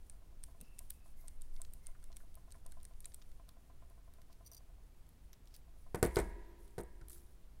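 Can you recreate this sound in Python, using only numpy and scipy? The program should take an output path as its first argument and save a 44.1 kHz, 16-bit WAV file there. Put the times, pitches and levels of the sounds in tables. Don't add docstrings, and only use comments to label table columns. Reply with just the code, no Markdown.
import sys
import numpy as np
from scipy import signal
from scipy.fft import rfft, irfft
from scipy.io import wavfile
from scipy.ndimage import uniform_filter1d

SR = 44100
rng = np.random.default_rng(int(sys.argv[2]) if len(sys.argv) > 2 else 0)


def convert_level_to_amplitude(level_db):
    exponent = np.asarray(level_db, float) / 20
    return 10 ** exponent


def generate_wav(signal):
    frames = np.transpose(np.atleast_2d(signal))
    scaled = np.clip(frames, -1, 1) * 32767
    pcm = np.round(scaled).astype(np.int16)
    wavfile.write(sys.argv[1], SR, pcm)


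N = 335160
RING_SAMPLES = 40000


def peaked(x):
    return x / (abs(x).max() + 1e-12)


def add(mix, s, sound):
    part = mix[round(s * SR):][:len(sound)]
    part += sound[:len(part)]


def play(mix, rows, source):
    for s, *controls in rows:
        add(mix, s, source(*controls))


def read(points, hz):
    f, value = np.transpose(points)
    return np.interp(np.log(hz + 1), np.log(f + 1), value)


def curve(rows):
    s, db = np.transpose(rows)
    return convert_level_to_amplitude(np.interp(np.arange(N) / SR, s, db))


def noise(shape, size):
    hz = np.fft.rfftfreq(size, 1 / SR)
    white = rfft(rng.standard_normal(size))
    x = irfft(white * convert_level_to_amplitude(read(shape, hz)) * (hz > shape[0][0]), size)
    return x / x.std()


def ring(modes, size, spread_db=0., lift=None):
    hz, db, t60 = np.transpose(modes)[:, :, None]
    t = np.arange(size) / SR
    db = db + spread_db * rng.standard_normal(db.shape)
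    if lift is not None:
        db = db + lift[:, None]
    return (convert_level_to_amplitude(db - 60 * t / t60) * np.sin(2 * np.pi * hz * t)).sum(0)


def burst(lo_hz, hi_hz, t60, size=700):
    t = np.arange(size) / SR
    band = signal.butter(2, [lo_hz, min(hi_hz, 20000)], "band", fs=SR)
    lumps = convert_level_to_amplitude(4. * np.repeat(rng.standard_normal(size // 30 + 1), 30)[:size])
    envelope = convert_level_to_amplitude(-60 * t / t60) * np.minimum(t / 0.00076, 1)
    return peaked(signal.lfilter(*band, rng.standard_normal(size) * lumps * envelope))


def stick_slip(size, rough_db):
    lumps = convert_level_to_amplitude(rough_db * rng.standard_normal(size // 130 + 2))
    gain = np.interp(np.arange(size) / 130, np.arange(len(lumps)), lumps)
    return gain / np.sqrt(np.mean(gain ** 2))


# frequency in Hz, level in dB per Hz.
BODY_SPECTRUM = [(650, -65), (1100, -2.5), (1810, 0.5), (2830, -2.5), (3860, 5.5), (4550, 2), (6000, 2),
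                 (7800, -6.5), (13200, -120)]
SNAP_DB = -5.5
BODY_LAG_S = 0.00176
TOP_SPREAD = .07


def snap(db, hz, body_db, top_db):
    t = np.arange(700) / SR
    bright = peaked(burst(hz * 0.9, hz * 1.095, 0.0081) + 0.14 * burst(7200, 16000, 0.0098))
    body_envelope = convert_level_to_amplitude(-60 * t / 0.015) * np.minimum(t / BODY_LAG_S, 1) ** 2
    body = peaked(noise(BODY_SPECTRUM + [(9000, -29)], 700) * body_envelope)
    top_hz = 12400 * (1 + TOP_SPREAD * rng.standard_normal())
    top = burst(top_hz * 0.82, top_hz * 1.136, 0.014)
    return convert_level_to_amplitude(db + SNAP_DB) * bright + convert_level_to_amplitude(body_db + 1.5) * body + convert_level_to_amplitude(top_db + 4.0) * top


# start in seconds, peak in dB, plastic body in dB, top end in dB.
TURNS = [(0.0972, -41, -55.5, -70), (0.437, -37.5, -48.5, -54), (0.6114, -43.5, -52.5, -50),
         (0.7901, -33, -52, -43), (0.9036, -34, -46, -35), (1.281, -38.5, -52, -62),
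         (1.418, -42, -57.5, -55), (1.6166, -35, -51, -54), (1.735, -44, -59, -50),
         (1.8681, -35, -53.5, -56), (2.0398, -49.5, -60, -60), (2.167, -42, -52.5, -52),
         (2.353, -48, -61.5, -51.5), (2.521, -44, -54, -58), (2.6627, -42.5, -60, -53),
         (2.72, -46.5, -55.5, -56), (2.851, -45, -52, -57), (3.004, -45, -62, -52), (3.0555, -35, -52, -54),
         (3.1434, -40, -55, -49), (3.4893, -54, -54, -53), (4.137, -60, -65.5, -59)]
TIP_HZ, TIP_GAIN_DB = 8900, 5.5
REGRIP_DELAY_S, REGRIP_S, SKIN_HZ = .005, 0.065, 9500
REGRIP_DB, REGRIP_FOLLOWS = -61, 0.38


def turns(mix):
    for s, db, body_db, top_db in TURNS:
        add(mix, s, snap(db + TIP_GAIN_DB, TIP_HZ, body_db, top_db))
        slide_db = REGRIP_DB + REGRIP_FOLLOWS * db
        add(mix, s + REGRIP_DELAY_S, rub(REGRIP_S, slide_db, SKIN_HZ))


# start in seconds, peak in dB.
SLIPS = [(.431, -54), (.604, -54), (.7853, -47), (.9003, -43), (1.275, -55), (1.411, -55), (1.6087, -56),
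         (1.7252, -59), (1.8612, -54), (2.0274, -60), (2.1615, -52), (2.3425, -55), (2.5145, -54),
         (2.651, -60), (2.7125, -58), (3.138, -50), (3.4843, -64)]
SCRATCH_DB, SLIP_DB = 3, -4


def slip(db):
    scratch = peaked(burst(3150, 8000, 0.0078) + 0.9 * burst(8000, 9500, 0.0065))
    return convert_level_to_amplitude(db + SCRATCH_DB + SLIP_DB) * scratch


# start in seconds, peak in dB, brightest frequency in Hz, plastic body in dB.
TOUCHES = [(1.1727, -68, 11700, -74), (1.5628, -57, 7050, -55), (1.6482, -56, 6900, -49.5),
           (2.1166, -70, 8500, -56), (2.1261, -60, 8800, -55.5), (2.5052, -58, 7360, -61),
           (2.83, -44.5, 9500, -63), (2.8421, -60, 8600, -64), (3.044, -49, 6790, -49.5),
           (3.1183, -58, 9040, -57), (3.2156, -65, 4700, -56), (3.3154, -57, 7260, -65),
           (3.898, -59, 9500, -69), (4.2163, -53.5, 8150, -59), (4.3276, -55, 9200, -61),
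           (5.0663, -61, 7300, -78), (5.0896, -52, 12100, -65), (5.3302, -45.5, 6440, -52.5),
           (5.4557, -60, 9250, -69), (5.3365, -68, 5000, -60), (5.4722, -60, 7740, -56),
           (5.481, -59, 8500, -67), (5.5406, -48, 5200, -60), (5.546, -51, 9000, -66),
           (5.551, -51, 4870, -64), (2.801, -64, 4000, -63.5), (2.811, -62, 7500, -68),
           (2.935, -66, 6000, -64), (3.197, -68, 5500, -68), (3.221, -58, 4700, -56),
           (.9165, -60, 8000, -65), (5.5633, -45.5, 9300, -58), (7.012, -60, 9500, -62.5)]


def touch(db, hz, body_db):
    return snap(db, hz, body_db, db - 10)


# start in seconds, peak in dB, frequency in Hz.
NUDGES = [(1.949, -60, 1430), (2.0267, -63, 1460), (2.2019, -58, 1500), (2.3694, -68, 1370),
          (2.542, -59.5, 1660), (2.7195, -59.5, 1590), (3.24, -69, 1740), (7.0116, -54.5, 1350),
          (7.099, -60, 1490), (7.1594, -62, 1560)]


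def nudge(db, hz):
    return convert_level_to_amplitude(db - 2.5) * burst(hz * 0.78, hz * 1.18, 0.045, size=1500)


# start in seconds, length in seconds, level in dB, brightest frequency in Hz.
RUBS = [(.79, 0.15, -76, 9800), (.91, .07, -82, 11500), (1.04, 0.08, -72.5, 9700), (1.16, 0.11, -70, 11800),
        (1.52, 0.081, -71.5, 9300), (3.05, 0.09, -76, 9500), (6.4, 0.23, -87, 3700),
        (1.825, .03, -75, 9300), (1.83, 0.027, -75, 5600), (2.19, .04, -76, 11800), (.45, .05, -76, 10200),
        (.63, .05, -77, 5200), (4.3, .063, -77, 5030), (5.5, 0.056, -77, 5000), (5.538, 0.022, -62, 4840),
        (5.565, .04, -77, 9500), (5.75, 0.16, -78.5, 9600), (5.96, 0.061, -67.5, 9200),
        (6.05, 0.22, -68, 9500), (6.2, 0.11, -69.5, 9100), (6.57, 0.21, -76.5, 9980),
        (6.78, 0.027, -59, 9700), (7.09, 0.1, -63, 10700), (7.13, .22, -75, 10000), ]
# frequency as a ratio to the brightest, level in dB per Hz.
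SKIN_TONE = [(.3, -16), (.55, -9.5), (.85, -7.5), (.97, 0), (1.08, -2), (1.22, -7), (1.35, -7.5),
             (1.6, -11.5)]


def rub(length, db, hz):
    size = int(length * 1.75 * SR)
    u = np.arange(size) / size
    grain = stick_slip(size, rough_db=3.0)
    hiss = noise([(hz * k, d) for k, d in SKIN_TONE], 18000)[:size]
    return convert_level_to_amplitude(db) * hiss * grain * np.sin(np.pi * u ** 0.42) ** 2


# start in seconds, level in dB, frequency in Hz, length in seconds.
SHAFT = [(.598, -77.5, 2670, .23), (.93, -83, 2600, 0.19), (1.18, -82.5, 2100, 0.18),
         (1.54, -80, 2150, 0.063), (1.81, -77.5, 2100, .12), (2.03, -86, 2150, 0.17)]


def shaft(db, hz, length):
    size = int(length * SR)
    band = [(hz * .8, -34), (hz * .972, -12), (hz, 0), (hz * 1.028, -12), (hz * 1.25, -34), (hz * 2, -80)]
    envelope = signal.windows.tukey(size, .15) * convert_level_to_amplitude(np.linspace(0, -5., size))
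    return convert_level_to_amplitude(db) * noise(band, 12000)[:size] * envelope


# start in seconds, peak in dB.
ROCKS = [(0.075, -79), (0.131, -66), (0.22, -63.5), (0.323, -62.5), (0.483, -58.5), (0.547, -59),
         (0.805, -58.5), (1.058, -59.5), (1.241, -57.5), (1.6, -55), (1.751, -63.5), (1.887, -59),
         (2.102, -56.5), (2.235, -62), (2.371, -55.5), (2.476, -59), (2.552, -57), (2.659, -55),
         (2.77, -55), (2.909, -59), (3.062, -62.5), (3.185, -63),
         (3.397, -55), (3.483, -60.5), (3.568, -59), (3.698, -56.5), (3.823, -56), (3.907, -59.5),
               (3.977, -59.5), (4.077, -58), (4.184, -57.5), (4.298, -58), (4.407, -55.5), (4.518, -58),
               (4.606, -61), (4.697, -62.5), (4.784, -60.5), (5.68, -62), (5.763, -66), (5.864, -57.5)]
# frequency in Hz, level in dB, decay time T60 in seconds.
ROCK_MODES = [(677, 10, 0.087), (1028, 2.5, 0.088), (731, -4, 0.1), (961, -8, 0.2)]
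HARDER_IS_BRIGHTER, MIDDLE_ROCK_DB = 0.62, -69


def rock(db):
    contact = np.hanning(36)
    upper_db = HARDER_IS_BRIGHTER * (db - MIDDLE_ROCK_DB)
    lift = upper_db * (np.arange(len(ROCK_MODES)) == 1)
    hollow = peaked(np.convolve(contact, ring(ROCK_MODES, 3500, 1., lift))[:3500])
    scuff = burst(560, 1420, 0.07, size=3500)
    return convert_level_to_amplitude(db - 1.0) * (hollow + convert_level_to_amplitude(-7.5) * scuff)


# start in seconds, peak in dB, share of the lowest mode in dB.
RATTLE = [(4.447, -58, -10), (4.4525, -56, -10), (4.461, -50, -5), (4.464, -46, -3), (4.4665, -47, 3),
          (4.4714, -45, 0), (4.476, -46, 0), (4.5157, -42.5, -22), (4.5224, -42.5, -10), (4.533, -44, -4),
          (4.537, -48, 5), (4.5464, -41, -2), (4.549, -55, 3), (4.5668, -45.5, 3), (4.5739, -51, 16),
          (4.5784, -48, -2)]
# frequency in Hz, level in dB, decay time T60 in seconds.
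SCREW = [(4700, -0.5, 0.051), (5870, 6, 0.04), (9070, 9, 0.017), (11200, 4, .006), (12700, 10.5, 0.0067),
         (14100, -8, .005)]


def rattle(db, low_db):
    size = 1300
    touches = rng.standard_normal(400) * convert_level_to_amplitude(5.6 * rng.standard_normal(400))
    chatter = np.diff(touches * np.exp(-np.arange(400) / 80.0), 2)
    lift = low_db * (np.arange(len(SCREW)) == 0)
    loose = []
    for hz, mode_db, t60 in SCREW:
        detuned = hz * (1 + .008 * rng.standard_normal())
        loose.append((detuned, mode_db - 12 * np.log2(hz / 5000), t60 * .6))
    rung = peaked(np.convolve(chatter, ring(loose, size, 1.1, lift))[:size])
    hiss = convert_level_to_amplitude(-11) * burst(8100, 16000, 0.035, size=size)
    scrape = convert_level_to_amplitude(-15) * burst(4300, 6500, .03, size=size)
    return convert_level_to_amplitude(db - 3.3) * (rung + hiss + scrape)


# frequency in Hz, level in dB, decay time T60 in seconds, spread in Hz.
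BENCH = [(197.5, 0.5, 0.52, 14), (344, 6.5, 1.27, 9.02), (400, -5, 2, 9), (658, -10, 1.45, 51),
         (892, -1, 0.76, 12), (980, -3, 1.38, 38), (1650, -8, 1.04, 30), (1820, -8.5, 1.1, 25.1),
         (1930, -9, 1.05, 41), (2150, -7, 0.8, 24.8), (2210, -7, 0.51, 50), (9110, -7, .6, 110)]


def bench():
    modes = []
    for hz, db, t60, wide_hz in BENCH:
        for u in (-1, -.62, -.3, -.07, .24, .51, .93):
            modes.append((hz + wide_hz * u, db, t60))
    return ring(modes, RING_SAMPLES, 2.5)


# frequency in Hz, level in dB per Hz.
BOARD = [(120, -5.5), (250, -4.5), (370, -2.5), (900, -12.5), (1300, -17.5), (2000, -13.5), (3000, -29),
         (6000, -28.5), (9100, -5.5), (14000, -20.5)]
# frequency in Hz, decay time T60 in seconds.
BOARD_T60 = [(150, 1.8), (350, 1.7), (1000, 1.33), (2000, 1.45), (4000, 2.6), (9000, 0.52)]


def board():
    hz, t, z = signal.stft(noise(BOARD, RING_SAMPLES), SR, nperseg=256)
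    decay = convert_level_to_amplitude(-60 * t / read(BOARD_T60, hz)[:, None])
    return signal.istft(z * decay, SR, nperseg=256)[1][:RING_SAMPLES]


# start in seconds, peak in dB, thud below 150 Hz in dB,
# contact time in ms, share of bench ring in dB.
KNOCKS = [(5.943, -23, -46, 0.37, -22), (5.952, -44, -64, 0.63, -22), (6.025, -16, -31.5, 0.17, -18.5),
          (6.036, -40, -41.5, 0.69, -25), (6.048, -24, -44.5, 0.26, -21), (6.061, -33, -42.5, 0.2, -24),
          (6.165, -17.5, -33.5, 0.14, -17.5), (6.187, -24, -55, 0.23, -20), (6.778, -30, -46, 0.27, -14.5),
          (6.795, -35, -56.5, 0.7, -15), (6.832, -47, -64, 0.99, -17), (7.013, -57, -50.5, 0.095, -24)]
# frequency in Hz, level in dB, decay time T60 in seconds.
HOUSING = [(186.6, -16.5, 0.2), (360, -20.5, 0.068), (412, 0.5, 0.036), (467, -5, 0.073), (627, -15, 0.087),
           (727, -7, 0.029), (920, -14, 0.062), (1256, -18.5, 0.064), (1487, -14, 0.049), (1754, -22, 0.05),
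           (2100, -13.5, 0.023)]
# frequency in Hz, level in dB, decay time T60 in seconds.
THUD = [(43, 0.5, 1), (60.1, 4, 0.57), (92.6, 7, 0.12)]


def knock(db, thud_db, contact_ms, bench_db, bench_ring):
    push = np.hanning(int(max(contact_ms, .1) * SR / 1000) + 3)
    t = np.arange(RING_SAMPLES) / SR
    short = RING_SAMPLES // 4
    housing = -peaked(np.pad(ring(HOUSING, short, 1.5), (0, RING_SAMPLES - short)))
    fast = convert_level_to_amplitude(-60 * t / 0.17)
    blur = (convert_level_to_amplitude(-2.0) * fast + convert_level_to_amplitude(-26.5)) * peaked(board())
    body = housing + convert_level_to_amplitude(bench_db) * bench_ring + blur
    onset = np.minimum(0.74 + t / 0.0081, 1)
    struck = peaked(signal.oaconvolve(body * onset, push)[:RING_SAMPLES])
    thud = peaked(ring(THUD, RING_SAMPLES, 0.72)) * np.minimum(t / 0.0048, 1)
    sound = convert_level_to_amplitude(db - 1.5) * struck + convert_level_to_amplitude(thud_db + 7.0) * thud
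    fade = signal.windows.tukey(2 * RING_SAMPLES, .3)[RING_SAMPLES:]
    return np.r_[np.zeros(125), sound * fade]


# start in seconds, peak in dB, brightest frequency in Hz, plastic body in dB.
CLATTER = [(5.9459, -33, 8700, -44), (5.949, -40, 9500, -49), (5.9548, -35, 9800, -49),
           (5.958, -40, 8500, -60), (6.0275, -18.5, 8100, -33), (6.031, -39, 9350, -46),
           (6.0375, -30, 9100, -44), (6.0445, -30, 10100, -57), (6.0485, -33, 9300, -45),
           (6.051, -35, 9800, -46), (6.0605, -33, 8500, -52), (6.0668, -39, 10200, -60),
           (6.0708, -40, 10200, -60), (6.0755, -43, 9100, -66), (6.1425, -49, 10000, -70),
           (6.1474, -41, 9300, -57), (6.152, -48, 7800, -64), (6.1575, -31, 4700, -35.5),
           (6.158, -30, 9400, -48), (6.1672, -30, 7350, -39), (6.171, -39, 9400, -54),
           (6.187, -32, 7900, -44), (6.190, -34, 9400, -52), (6.198, -34, 9250, -43.5),
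           (6.2015, -36, 9000, -52), (6.205, -41, 8600, -58), (6.214, -46, 9500, -64),
           (6.6777, -54, 8500, -69), (6.7067, -58, 8500, -76), (6.781, -41.5, 8350, -50),
           (6.7875, -47, 8800, -51), (6.8033, -45, 8500, -56), (6.81, -39, 9400, -77),
           (6.8338, -46, 8500, -72)]


def jump(db, hz, body_db):
    return snap(db, hz, body_db, db - 14)


# start in seconds, peak in dB, brightest frequency in Hz.
DROP = [(7.0831, -42, 9700), (7.097, -40.5, 8000), (7.1034, -45, 9500), (7.119, -50, 9000),
        (7.1296, -42, 9700), (7.135, -55, 11000), (7.1483, -47, 10500), (7.157, -54, 11500),
        (7.162, -53, 10300), (7.175, -53, 7500), (7.1814, -53, 7800), (7.2054, -60, 10000),
        (7.217, -60, 10000)]


def bounce(db, hz):
    return snap(db, hz, db - 16, db - 8.5)


# start in seconds, peak in dB, frequency in Hz.
BUMPS = [
    (.600, -64, 416),
    (.602, -56, 131),
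    (.620, -62, 430),
    (.621, -58, 170),
]


def bump(db, hz):
    return convert_level_to_amplitude(db) * burst(hz * 0.95, hz * 1.42, .07, size=4000) * np.minimum(np.arange(4000) / 220.0, 1)


# time in seconds, pitch in Hz, level in dB.
WHISTLE = [(6.33, 10080, -100), (6.4, 10700, -79), (6.435, 11340, -99), (6.46, 12440, -84),
           (6.5, 12620, -78), (6.55, 12150, -100), (6.598, 12650, -77), (6.63, 12400, -90),
           (6.66, 11300, -100)]


def whistle():
    s, hz, db = np.transpose(WHISTLE)
    t = np.arange(s[0], s[-1], 1 / SR)
    glide = uniform_filter1d(np.interp(t, s, hz), size=600)
    tremble = 900. * uniform_filter1d(rng.standard_normal(len(t)), size=150)
    return convert_level_to_amplitude(np.interp(t, s, db)) * np.sin(2 * np.pi * np.cumsum(glide + tremble) / SR)


# time in seconds, level in dB.
BUSY = [(0, -82), (.4, -83), (1.6, -82), (3.2, -81), (3.5, -85), (7.6, -87.5)]


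def rustle():
    at = np.arange(0, N, 1500)
    swells = np.interp(np.arange(N), at, rng.standard_normal(len(at)))
    hiss = noise([(9500 * k, db) for k, db in SKIN_TONE], N)
    return curve(BUSY) * convert_level_to_amplitude(3.6 * swells) * stick_slip(N, rough_db=2.0) * hiss


def room(x):
    slots = np.arange(250, 12000, 22)
    at = slots + rng.integers(0, 22, len(slots))
    taps = np.zeros(12100)
    taps[at] = rng.choice([-1., 1.], len(at)) * convert_level_to_amplitude(-60 * at / SR / 0.34)
    return signal.fftconvolve(x, taps / np.linalg.norm(taps))[:N]


# frequency in Hz, level in dB per Hz.
SWAY = [(4, -12), (8, 0), (15, 0), (20, -9), (26, -30), (40, -80)]
# time in seconds, level in dB.
SWAY_DB = [(0.0, -55.5), (1.61, -43), (4.25, -58), (7.6, -56)]
# frequency in Hz, level in dB per Hz.
RUMBLE = [(12, -30.5), (20, 0), (43, 0), (76, -7), (97, -18), (125, -18.5), (200, -33.5), (270, -73)]
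# frequency in Hz, level in dB per Hz.
AIR = [(59, -22), (100, -7.5), (256, -14), (440, -19.5), (667, -21.5), (1500, -28.5), (5630, -35),
       (16300, -37)]
RUMBLE_DB, AIR_DB = -58.5, -70.5


def background():
    sway = curve(SWAY_DB) * noise(SWAY, N)
    rumble = convert_level_to_amplitude(RUMBLE_DB) * noise(RUMBLE, N)
    return sway + rumble + convert_level_to_amplitude(AIR_DB) * noise(AIR, N)


def scene():
    near = np.zeros(N)
    turns(near)
    play(near, SLIPS, slip)
    play(near, TOUCHES, touch)
    play(near, NUDGES, nudge)
    play(near, RUBS, rub)
    play(near, SHAFT, shaft)
    play(near, ROCKS, rock)
    play(near, RATTLE, rattle)
    bench_ring = peaked(bench())
    for s, *controls in KNOCKS:
        add(near, s, knock(*controls, bench_ring))
    play(near, CLATTER, jump)
    play(near, DROP, bounce)
    play(near, BUMPS, bump)
    add(near, WHISTLE[0][0], whistle())
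    wet = convert_level_to_amplitude(-21) * room(near)
    return (near + wet + rustle() + background())[None]


def top_cut(x):
    return signal.sosfilt(signal.butter(12, 16490, fs=SR, output="sos"), x)


def record(dry):
    lowpass = signal.firwin(201, 15950, fs=SR)[None]
    limited = signal.oaconvolve(dry, lowpass, "same")
    return top_cut(limited)


dry = scene()
out = record(dry)
generate_wav(out)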